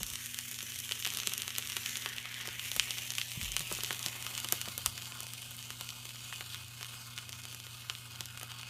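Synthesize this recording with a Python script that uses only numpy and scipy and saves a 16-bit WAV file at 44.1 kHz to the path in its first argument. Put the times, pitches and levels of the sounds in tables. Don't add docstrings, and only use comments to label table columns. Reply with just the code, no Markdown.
import sys
import numpy as np
from scipy import signal
from scipy.fft import rfft, irfft, next_fast_len
from scipy.io import wavfile
from scipy.ndimage import uniform_filter1d, map_coordinates

SR = 44100
rng = np.random.default_rng(int(sys.argv[2]) if len(sys.argv) > 2 else 0)


def to_wav(s):
    ch = np.atleast_2d(s).T
    pcm = np.round(np.clip(ch, -1, 1) * 32767)
    wavfile.write(sys.argv[1], SR, pcm.astype(np.int16))


N = 383229

# t/s, level/dB
BURN = [(0, -52), (0.36, -53), (0.65, -51.5), (0.95, -51), (1.15, -48), (1.57, -50.5), (1.94, -48),
        (2.2, -50.5), (2.6, -50.5), (2.76, -48.3), (3.1, -49.5), (3.5, -48), (3.85, -47.5), (4.05, -50),
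        (4.35, -49.3), (4.7, -52), (5.2, -54.5), (6.1, -54.5), (6.4, -54), (6.75, -56), (7.05, -55.5),
        (7.4, -57.5), (8.0, -57.5), (8.69, -55.6)]


def melt():
    early_hiss = [(150, -7), (290, 1.5), (330, -15.5), (400, -4), (520, -12.5), (830, -13), (950, -5.5),
                  (1400, -7), (3100, -4), (3900, -10.5), (4800, -12.5), (6000, -0.7), (8100, -7),
                  (12000, -3), (15000, -6.5)]
    middle_hiss = [(150, -22), (260, -21), (420, -19), (600, -16.5), (1000, -13.5), (1350, -16.5),
                   (1800, -6.5), (2500, 1.5), (3100, 3), (3900, -3.5), (4800, -6.5), (6200, -4), (8200, -9),
                   (9600, -6), (15000, -4.5)]
    late_hiss = [(200, -11.5), (380, -13.5), (560, -10), (750, -6), (1100, -2.5), (1520, -1), (1780, -11),
                 (2000, -15), (2150, -0.5), (2350, -13), (2480, 2), (2700, -4), (3000, -1.5), (3900, -7),
                 (4550, -5), (5500, -12.5), (8000, -12.5), (12000, -13.5), (15000, -12.5)]
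    gas_roar = [(0, -64), (0.35, -70.5), (0.8, -66.5), (1.2, -62), (2.1, -62.5), (3.45, -63.5),
                (4.2, -56.5), (5.4, -62.5), (7.9, -65), (8.69, -62.5)]
    rasp = [(0, -7), (0.45, -4), (1.15, -8.5), (1.6, -5.5), (2.45, 2.5), (3.15, -4.5), (3.5, -9.5),
            (4.1, -2.5), (5.0, -9), (5.5, -14.5), (7.5, -9), (8.69, -8.5)]
    fizz = [(0, 6), (0.9, 5), (1.2, 2), (1.95, 3.5), (2.15, -2), (2.45, -0.5), (2.6, 3.5), (2.7, 4.5),
            (3.15, 2.9), (3.5, 1), (4.0, 3), (4.4, 2.5), (5.2, 3.2), (6.3, 2.5), (6.7, 2), (8.0, 3),
            (8.69, -1.3)]
    source = seething(rate_hz=520, spread_db=4.3, gas_db=-1.4, flutter_db=1.9, surge_db=1.84)
    hisses = [unit(signal.oaconvolve(source, ring(colour))[:N])
              for colour in (early_hiss, middle_hiss, late_hiss)]
    early, = curves([(1.8, 0.94), (2.8, 0.21)])
    late, = curves([(3.6, 0), (4.9, 0.95)])
    shares = early, 1 - early - late, late
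    vigour_db, roar_db, rasp_db, fizz_db = (curves(rows)[0] for rows in (BURN, gas_roar, rasp, fizz))
    edges_hz = [160, 1500, 2300, 4750, 16000]
    levels_db = roar_db + 0.23, vigour_db + rasp_db - 1.95, vigour_db + 0.92, vigour_db + fizz_db + 0.1
    flicker_db = 0.25 * wobble(7.7)
    out = np.zeros(N)
    for lo, hi, level_db in zip(edges_hz, edges_hz[1:], levels_db):
        band = lambda hz: 1 / (1 + (hz / hi) ** 12) - 1 / (1 + (hz / lo) ** 12)
        gain = amp(level_db + flicker_db + 0.3 * wobble(11))
        out += gain * sum(share * unit(filtered(hiss, band)) for share, hiss in zip(shares, hisses))
    return hot_air(out, depth_db=1.82)


def seething(rate_hz, spread_db, gas_db, flutter_db, surge_db):
    coarse = [(1200, 2.5), (3000, -4.5), (7000, -7.5)]  # f/Hz, level/dB
    medium = [(1200, -12.5), (3000, 0.0), (9000, -5.5)]
    fine = [(3000, -13.5), (7000, -4.0)]
    gas_share_db, = curves([(0, -1), (4.5, 1), (8.69, 0.5)])
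    out = np.zeros(N)
    for colour in (coarse, medium, fine):
        sizes = amp(spread_db * np.minimum(rng.standard_normal(N), 2.2))
        ticks = unit((rng.random(N) < rate_hz / SR) * sizes)
        gas = amp(gas_db + gas_share_db + flutter_db * wobble(350)) * rng.standard_normal(N)
        out += signal.oaconvolve(ticks + gas, ring(colour, size=256))[:N]
    spurt_depth, = curves([(4.3, 0.75), (5.1, 0.93)])
    return out * amp(surge_db * spurt_depth * wobble(70))


def cracks(gain_db, variety_db, splinter_db, splinter_t60_s, spray_db, spray_t60_s):
    droplets = [(0.0319, -8.5, 8500.0, 0.95), (0.0659, -14, 10500.0, 2), (0.1021, -13.5, 8500.0, 1.7),
                (0.1365, -13.0, 12200.0, 0.69), (0.1565, -11.5, 4500.0, 1.7),
                (0.2604, -12.5, 14000.0, 1.05), (0.2669, -18, 9800.0, 1.3), (0.3449, -13.5, 6900.0, 1.1),
                (0.3887, -8.5, 4760, 1.9), (0.4109, -19, 8000.0, 2.2), (0.5139, -12.5, 14000.0, 0.84),
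                (0.5439, -17, 6000.0, 4.0), (0.5889, -15, 4500.0, 1.6), (0.6065, -14.5, 3700.0, 2.3),
                (0.6286, -14.0, 11300.0, 0.82), (0.721, -18, 4200.0, 1.5), (0.7438, -20, 5200.0, 2.4),
                (0.7595, -17, 7400.0, 1), (0.7896, -13, 6400.0, 2.6), (0.8019, -12.5, 8500.0, 2.2),
                (0.8927, -15.5, 3900.0, 1.9), (0.9117, -13, 3400, 1), (0.9137, -17, 1800.0, 0.41),
                (0.9211, -6.5, 4530, 2), (1.0254, -13.5, 4500.0, 2.2), (1.0489, -10, 4200, 1.7),
                (1.0536, -9, 3700.0, 1.8), (1.0642, -9, 5200.0, 0.7), (1.0733, -8.5, 6000.0, 1.2),
                (1.0886, -17.0, 4200.0, 2.4), (1.1033, -12.5, 5200.0, 2.8), (1.1378, -12.5, 14000.0, 0.56),
                (1.1487, -13.5, 4800.0, 2.8), (1.1722, -9.0, 6000.0, 1.0), (1.1868, -15.0, 14000.0, 0.5),
                (1.2011, -10.5, 3900.0, 1.7), (1.234, -14.5, 3200.0, 2.2), (1.2727, -2.5, 6900.0, 1.1),
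                (1.2953, -13.5, 14000.0, 0.38), (1.3198, -19.5, 1900.0, 3.5), (1.3366, -6.5, 10500.0, 1.5),
                (1.3791, -7.5, 9800.0, 1.6), (1.4006, -18, 5200.0, 1.3), (1.4201, -10, 6000.0, 2.2),
                (1.4328, -18, 3400.0, 1.9), (1.4796, -9.5, 4500.0, 0.82), (1.5053, -13, 3400.0, 1.6),
                (1.5522, -15.5, 3700.0, 3.0), (1.5624, -13, 3900.0, 2.7), (1.5834, -2.5, 14000.0, 0.73),
                (1.5915, -21, 3200.0, 0.5), (1.6248, -15.5, 3900.0, 1.7), (1.6533, -19.5, 2800.0, 5.5),
                (1.6737, -14.0, 6400.0, 4.0), (1.6993, -11.5, 4800.0, 1.7), (1.7208, -14, 4500.0, 1.2),
                (1.7672, -7, 3900.0, 0.58), (1.7693, -12, 3200, 1.8), (1.861, -9.5, 3900.0, 1.7),
                (1.8941, -14, 4500.0, 2), (1.9564, -12, 3400.0, 2.7), (1.9709, -10.5, 8000.0, 0.86),
                (2.0221, -17, 4500.0, 2.2), (2.0606, -9.0, 2100.0, 1.5), (2.0897, -15.5, 4200.0, 1.6),
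                (2.1338, -20, 3900.0, 3.3), (2.1831, -12.5, 3400.0, 3.2), (2.256, -16.0, 2400.0, 1.6),
                (2.3428, -15.5, 3900.0, 3.6), (2.4023, -18, 2200.0, 4.0), (2.4113, -18.5, 3900.0, 1.7),
                (2.4742, -13, 4500.0, 1.6), (2.4884, -11.5, 2800.0, 3.2), (2.5954, -13, 3430, 2.5),
                (2.6547, -17, 4500.0, 1.1), (2.7166, -9, 4470, 1.1), (2.7643, -7, 14000.0, 0.83),
                (2.7969, 0.5, 3700.0, 2.4), (2.9076, -6.0, 4500.0, 2.4), (2.9721, -21, 4200.0, 0.74),
                (2.9839, -12.5, 3400.0, 2.6), (3.1047, -9.5, 5100, 1.4), (3.1203, -15, 9800.0, 0.7),
                (3.1372, -17.0, 4800.0, 2.2), (3.1526, -14, 5600.0, 3.0), (3.1832, -6.5, 3660, 1.5),
                (3.1865, -13, 4200, 1), (3.1984, -16.0, 5200.0, 1.5), (3.2149, -6, 3400.0, 4.6),
                (3.3178, -15.0, 5600.0, 1.3), (3.4135, -14, 3200.0, 1.8), (3.43, -13.5, 6000.0, 1.1),
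                (3.4359, -16.0, 6900.0, 1.9), (3.4463, -14, 6400.0, 2.6), (3.5191, -11, 6400.0, 3.5),
                (3.5662, -2.5, 4200.0, 1.1), (3.5868, -27, 3700.0, 3.6), (3.5946, -10.5, 5600.0, 2.3),
                (3.6065, -13.5, 4500.0, 0.34), (3.7132, -15.5, 4200.0, 0.98), (3.7255, -8.5, 8500.0, 4.0),
                (3.7428, -23, 3400.0, 1.0), (3.7506, -13.5, 4800.0, 2.7), (3.8069, -12.5, 4200.0, 2.2),
                (3.8355, -7.0, 6400.0, 2.1), (3.8466, -11, 3700.0, 3.8), (3.9075, -7, 2220, 1.7),
                (3.929, -10.5, 14000.0, 0.36), (3.9472, -18, 4200.0, 1.3), (3.9933, -13.5, 6900.0, 2.2),
                (4.0286, -11, 5200.0, 4.9), (4.0623, -5.5, 5600.0, 1.5), (4.0844, -14, 4800.0, 2.2),
                (4.2254, -13, 6900.0, 1.3), (4.2487, -18.0, 3400.0, 0.83), (4.2658, -11, 3900.0, 1.0),
                (4.3517, -14.5, 4800.0, 4.0), (4.3784, -10.5, 4800.0, 1.9), (4.4019, -13.5, 7400.0, 2.1),
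                (4.4461, -9, 4500.0, 0.63), (4.4875, -11, 7400.0, 1.0), (4.5242, 3, 13000.0, 1.06),
                (4.5533, -19, 14000.0, 0.78), (4.6145, -8, 4800.0, 1.7), (4.6574, -17.5, 3700.0, 1.9),
                (4.6857, -15, 3000.0, 0.56), (4.779, -7.0, 14000.0, 0.84), (4.8612, 1.5, 14000.0, 0.58),
                (4.8668, -19, 3400, 2), (4.8764, -21, 14000.0, 0.88), (4.9789, -14.5, 3700.0, 1.2),
                (5.0223, -19, 5600.0, 0.7), (5.057, -20, 5200.0, 1.6), (5.1218, -19.5, 1800.0, 0.42),
                (5.2053, -11.5, 14000.0, 0.54), (5.2321, -18, 9800.0, 1.9), (5.2679, -18.5, 6400.0, 0.5),
                (5.3358, -14.5, 6400.0, 1.3), (5.4201, -20.0, 14000.0, 0.94), (5.5095, -19, 14000.0, 1.0),
                (5.567, -18.0, 14000.0, 3.0), (5.6269, -19.5, 5200.0, 3.1), (5.7048, -13.5, 3370, 0.58),
                (5.8106, -12.5, 5600.0, 1.2), (5.8905, -15.5, 4200.0, 3.0), (5.9044, -18, 4770, 4.4),
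                (6.0544, -19.5, 4800.0, 0.54), (6.0922, -22, 5600.0, 2.2), (6.1584, -23.5, 3400.0, 2.4),
                (6.3267, -15.5, 1840, 2.5), (6.3599, -21.0, 4500.0, 4.0), (6.4088, -16, 1900.0, 0.89),
                (6.5456, -13.5, 3680, 2.5), (6.558, -22, 3200.0, 1.7), (6.8105, -21, 1800.0, 0.7),
                (6.8296, -13.5, 3200.0, 1.5), (6.8463, -19, 4500.0, 1.3), (6.857, -27, 2200.0, 1.0),
                (6.8672, -23, 7400.0, 0.88), (7.1783, -14, 3200.0, 1.5), (7.1867, -16.5, 3200.0, 1.0),
                (7.2932, -15.5, 8000.0, 0.5), (7.323, -22.0, 5200.0, 4.8), (7.3293, -17, 3700.0, 2.3),
                (7.4183, -25, 5600.0, 1.7), (7.4367, -22, 5600.0, 4.0), (7.4537, -18, 4200.0, 0.7),
                (7.5133, -25, 3700.0, 3.0), (7.5277, -21.0, 14000.0, 0.39), (7.5471, -18, 9200.0, 0.41),
                (7.6011, -19.5, 5600.0, 0.81), (7.6677, -20, 1800.0, 0.71), (7.8986, -9.5, 3570, 2.8),
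                (7.9517, -18.5, 3740, 3.4), (8.159, -21.5, 4500.0, 4.0), (8.2076, -10, 5200.0, 1.1),
                (8.2572, -16.5, 6000.0, 3.0), (8.3753, -17.5, 4800.0, 0.56), (8.3977, -20, 6900.0, 2.2),
                (8.4129, -19.5, 2600.0, 0.5), (8.4317, -14.5, 14000.0, 0.32), (8.5178, -17, 2400.0, 1.5),
                (8.5875, -23.5, 5600.0, 4.0), (8.5958, -23, 3200.0, 1.9), (8.6129, -22, 4800.0, 4.4),
                (8.6318, -20.5, 2800.0, 1.9)]
    spectrum = [(100, -37.5), (400, -6), (650, -13.5), (1200, -9.5), (1900, -12.5), (3000, -8),
                (3900, -13.5), (5000, -14.5), (6300, -12.5), (8000, -15), (9700, -13), (12000, -10.5),
                (15000, -19)]
    out = np.zeros(N)
    for start_s, db, hz, focus in list(droplets) + lesser_droplets():
        colour = ring([(f, level + variety_db * rng.standard_normal()) for f, level in spectrum])
        t = np.arange(len(colour)) / SR
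        crack = amp(db + gain_db) * burst(hz, colour, focus)
        crack = crack + can(crack, t)
        add(out, start_s, crack)
        for share_db, t60_s in ((splinter_db, splinter_t60_s), (spray_db, spray_t60_s)):
            bits = rng.standard_normal(len(t)) ** 3 * amp(-60 * t / t60_s)
            add(out, start_s, amp(share_db) * signal.fftconvolve(crack, bits / np.linalg.norm(bits)))
    return out


def lesser_droplets(count=480):
    vigour_db, = curves(BURN)
    rate_hz = 42 * 2 ** ((vigour_db + 50) / 11)
    thrown = np.cumsum(rate_hz) / SR
    shift, size, pitch, focus = np.clip(rng.standard_normal((count, 4)), -2, 2).T
    start_s = np.searchsorted(thrown, np.arange(count) + shift) / SR
    level_db = np.interp(start_s, *np.transpose(BURN)) + 25.5 + 0.3 * size
    rows = np.transpose([start_s, level_db, 6170 * 2 ** (0.77 * pitch), 2.7 * np.exp(0.32 * focus)])
    return list(rows[(start_s > 0) & (start_s < N / SR)])


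def can(crack, t, centre_hz=3030, spread=0.11, t60_s=0.0057, gain_db=-6.5):
    decay = amp(-60 * t / t60_s)
    hz = centre_hz * np.exp(spread * rng.standard_normal())
    cavity = 2 * decay / decay.sum() * np.cos(2 * np.pi * hz * t)
    return amp(gain_db) * signal.fftconvolve(crack, cavity)[:len(t)]


def puffs(gain_db, rush_db, rush_t60_s):
    pockets = [(0.007, -29, 600), (0.63, -39, 250), (1.068, -27, 900), (1.274, -32, 300), (1.321, -37, 500),
               (1.584, -31, 700), (1.769, -31, 500), (2.48, -28, 250), (2.764, -26.5, 500),
               (2.908, -35.5, 900), (3.716, -19.5, 700), (3.726, -27, 500), (3.788, -27, 1200),
               (3.835, -27, 447), (3.908, -27, 600), (4.063, -23, 300), (4.449, -25, 1100),
               (4.527, -19.5, 905), (4.678, -24.5, 600), (4.779, -25, 900), (4.862, -26.5, 900),
               (5.122, -34, 600), (5.811, -30, 700), (6.409, -29, 600), (6.811, -32, 1000),
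               (7.899, -32, 900), (8.208, -30, 700), (8.43, -33, 900)]
    spectrum = [(50, -4), (180, 6), (550, -1.5), (1100, 0), (3000, -9), (9000, -25)]
    out, colour = np.zeros(N), ring(spectrum)
    t = np.arange(len(colour)) / SR
    for start_s, db, hz in pockets:
        push = amp(db + gain_db) * burst(hz, colour)
        rush = rng.standard_normal(len(t)) * amp(-60 * t / rush_t60_s)
        add(out, start_s, push)
        add(out, start_s, amp(rush_db) * signal.fftconvolve(push, rush / np.linalg.norm(rush)))
    return out


def burst(hz, colour, focus=1):
    s = 1j * np.fft.rfftfreq(len(colour), 1 / SR) / hz
    bandpass = (s / (1 + s) ** 2) ** max(focus, .2)
    wave = irfft(rfft(colour) * bandpass)
    return wave / np.linalg.norm(wave)


def hot_air(x, depth_db, size=512):
    spectra = signal.stft(x, nperseg=size)[2]
    patches = uniform_filter1d(rng.standard_normal(spectra.shape), size=6, axis=0)
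    patches = uniform_filter1d(patches, size=18, axis=1)
    return signal.istft(spectra * amp(depth_db * unit(patches)), nperseg=size)[1][:N]


def ground(x, echo_db, dull_hz):
    echo_lag = [(0, .00533), (1.8, .00523), (2.3, .0055), (2.7, .00553), (3.35, .0051), (3.8, .00545),
                (4.6, .00568), (5.4, .00568), (7, .0056), (8.69, .00561)]
    lag_s, = curves(echo_lag)
    dull = filtered(x, lambda hz: 1 / np.sqrt(1 + (hz / dull_hz) ** 2))
    return amp(echo_db) * map_coordinates(dull, [np.arange(N) - lag_s * SR])


def yard(x):
    decay = [(200, 0.46), (2500, 0.2), (12000, 0.21)]
    hz, t, spectra = signal.stft(rng.standard_normal(SR // 2), SR, nperseg=256)
    tail = signal.istft(spectra * amp(-60 * t / along(decay, hz)[:, None]), SR, nperseg=256)[1]
    return signal.fftconvolve(x, tail / np.linalg.norm(tail))[:N]


def air_bumps(gain_db):
    eddies = [(0.01, -41, 190, 0.005), (0.02, -41, 47, 0.011), (0.116, -48, 55, 0.0088),
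              (2.761, -49, 57.5, 0.024), (3.374, -32, 142.4, 0.0028), (3.394, -45, 214, 0.005),
              (3.428, -42, 207, 0.004), (3.419, -37.5, 78, 0.01), (3.44, -41.5, 46.7, 0.04),
              (3.598, -41, 152, 0.0078), (3.68, -54, 50, 0.044), (4.87, -39, 62, 0.0052)]
    out, t = np.zeros(N), np.arange(SR // 2) / SR
    for start_s, db, hz, rise_s in eddies:
        swell = t / rise_s * np.exp(1 - t / rise_s)
        add(out, start_s, amp(db + gain_db) * swell * np.sin(2 * np.pi * hz * t))
    return out


def motor(drift_rad):
    hum = [(0, -60.5), (2.2, -59), (3.4, -57), (8.69, -56)]
    partials = [(119.5, 1, 1.5, 0.35), (241.3, -5.5, -15.5, 1.5), (91.7, -6.5, -15, 4)]
    base_db, = curves(hum)
    out, t = np.zeros(N), np.arange(N) / SR
    for hz, start_db, end_db, waver_db in partials:
        level_db = base_db + np.linspace(start_db, end_db, N) + waver_db * wobble(2.3)
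        out += amp(level_db) * np.sin(2 * np.pi * hz * t + drift_rad * wobble(1))
    return np.sqrt(2) * out


def rumble(level_db):
    spectrum = [(20, -49), (40, -5.5), (60, -6), (90, -1.5), (140, -4.5), (200, -8), (300, -16.5),
                (500, -20), (2000, -28.5)]
    return amp(level_db) * unit(filtered(rng.standard_normal(N), lambda hz: amp(along(spectrum, hz))))


def amp(db):
    return 10 ** (np.asarray(db) / 20)


def unit(x):
    return x / np.sqrt(np.mean(x ** 2) + 1e-20)


def along(points, hz):
    f, values = np.transpose(points)
    return np.interp(np.log(hz + 1), np.log(f + 1), values)


def curves(rows):
    times_s, *columns = np.transpose(rows)
    return [np.interp(np.arange(N) / SR, times_s, column) for column in columns]


def wobble(rate_hz):
    knots = rng.standard_normal(int(N * rate_hz / SR) + 4)
    return map_coordinates(knots, [np.arange(N) * rate_hz / SR])


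def filtered(x, response):
    size = next_fast_len(N + SR // 2)
    return irfft(rfft(x, size) * response(np.fft.rfftfreq(size, 1 / SR)), size)[:N]


def ring(spectrum, size=2048):
    cepstrum = irfft(np.log(amp(along(spectrum, np.fft.rfftfreq(size, 1 / SR)))))
    cepstrum[1:size // 2] *= 2
    cepstrum[size // 2 + 1:] = 0
    return irfft(np.exp(rfft(cepstrum)))


def add(track, start_s, sound):
    start = int(np.clip(round(start_s * SR), 0, N - 1))
    track[start:start + len(sound)] += sound[:N - start]


def scene():
    spits = cracks(gain_db=-0.73, variety_db=2.0, splinter_db=-8.5, splinter_t60_s=0.011,
                   spray_db=-17, spray_t60_s=0.2)
    fire = melt() + spits + puffs(gain_db=3.5, rush_db=-1.5, rush_t60_s=0.056)
    echoes = ground(fire, echo_db=-8.0, dull_hz=2000) + amp(-13.5) * yard(fire)
    return (fire + echoes + air_bumps(gain_db=-2.0) + motor(drift_rad=0.057) + rumble(level_db=-62.5))[None]


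def record(dry):
    response = [(20, -10), (32, -10), (44, 0.5), (9900, 0), (10500, -6), (11200, -2.5)]
    top_hz = 15500
    band_limit = lambda hz: np.clip((top_hz - hz) / 400 + .5, 0, 1)
    return filtered(dry[0], lambda hz: amp(along(response, hz)) * band_limit(hz))[None]


dry = scene()
out = record(dry)
to_wav(out)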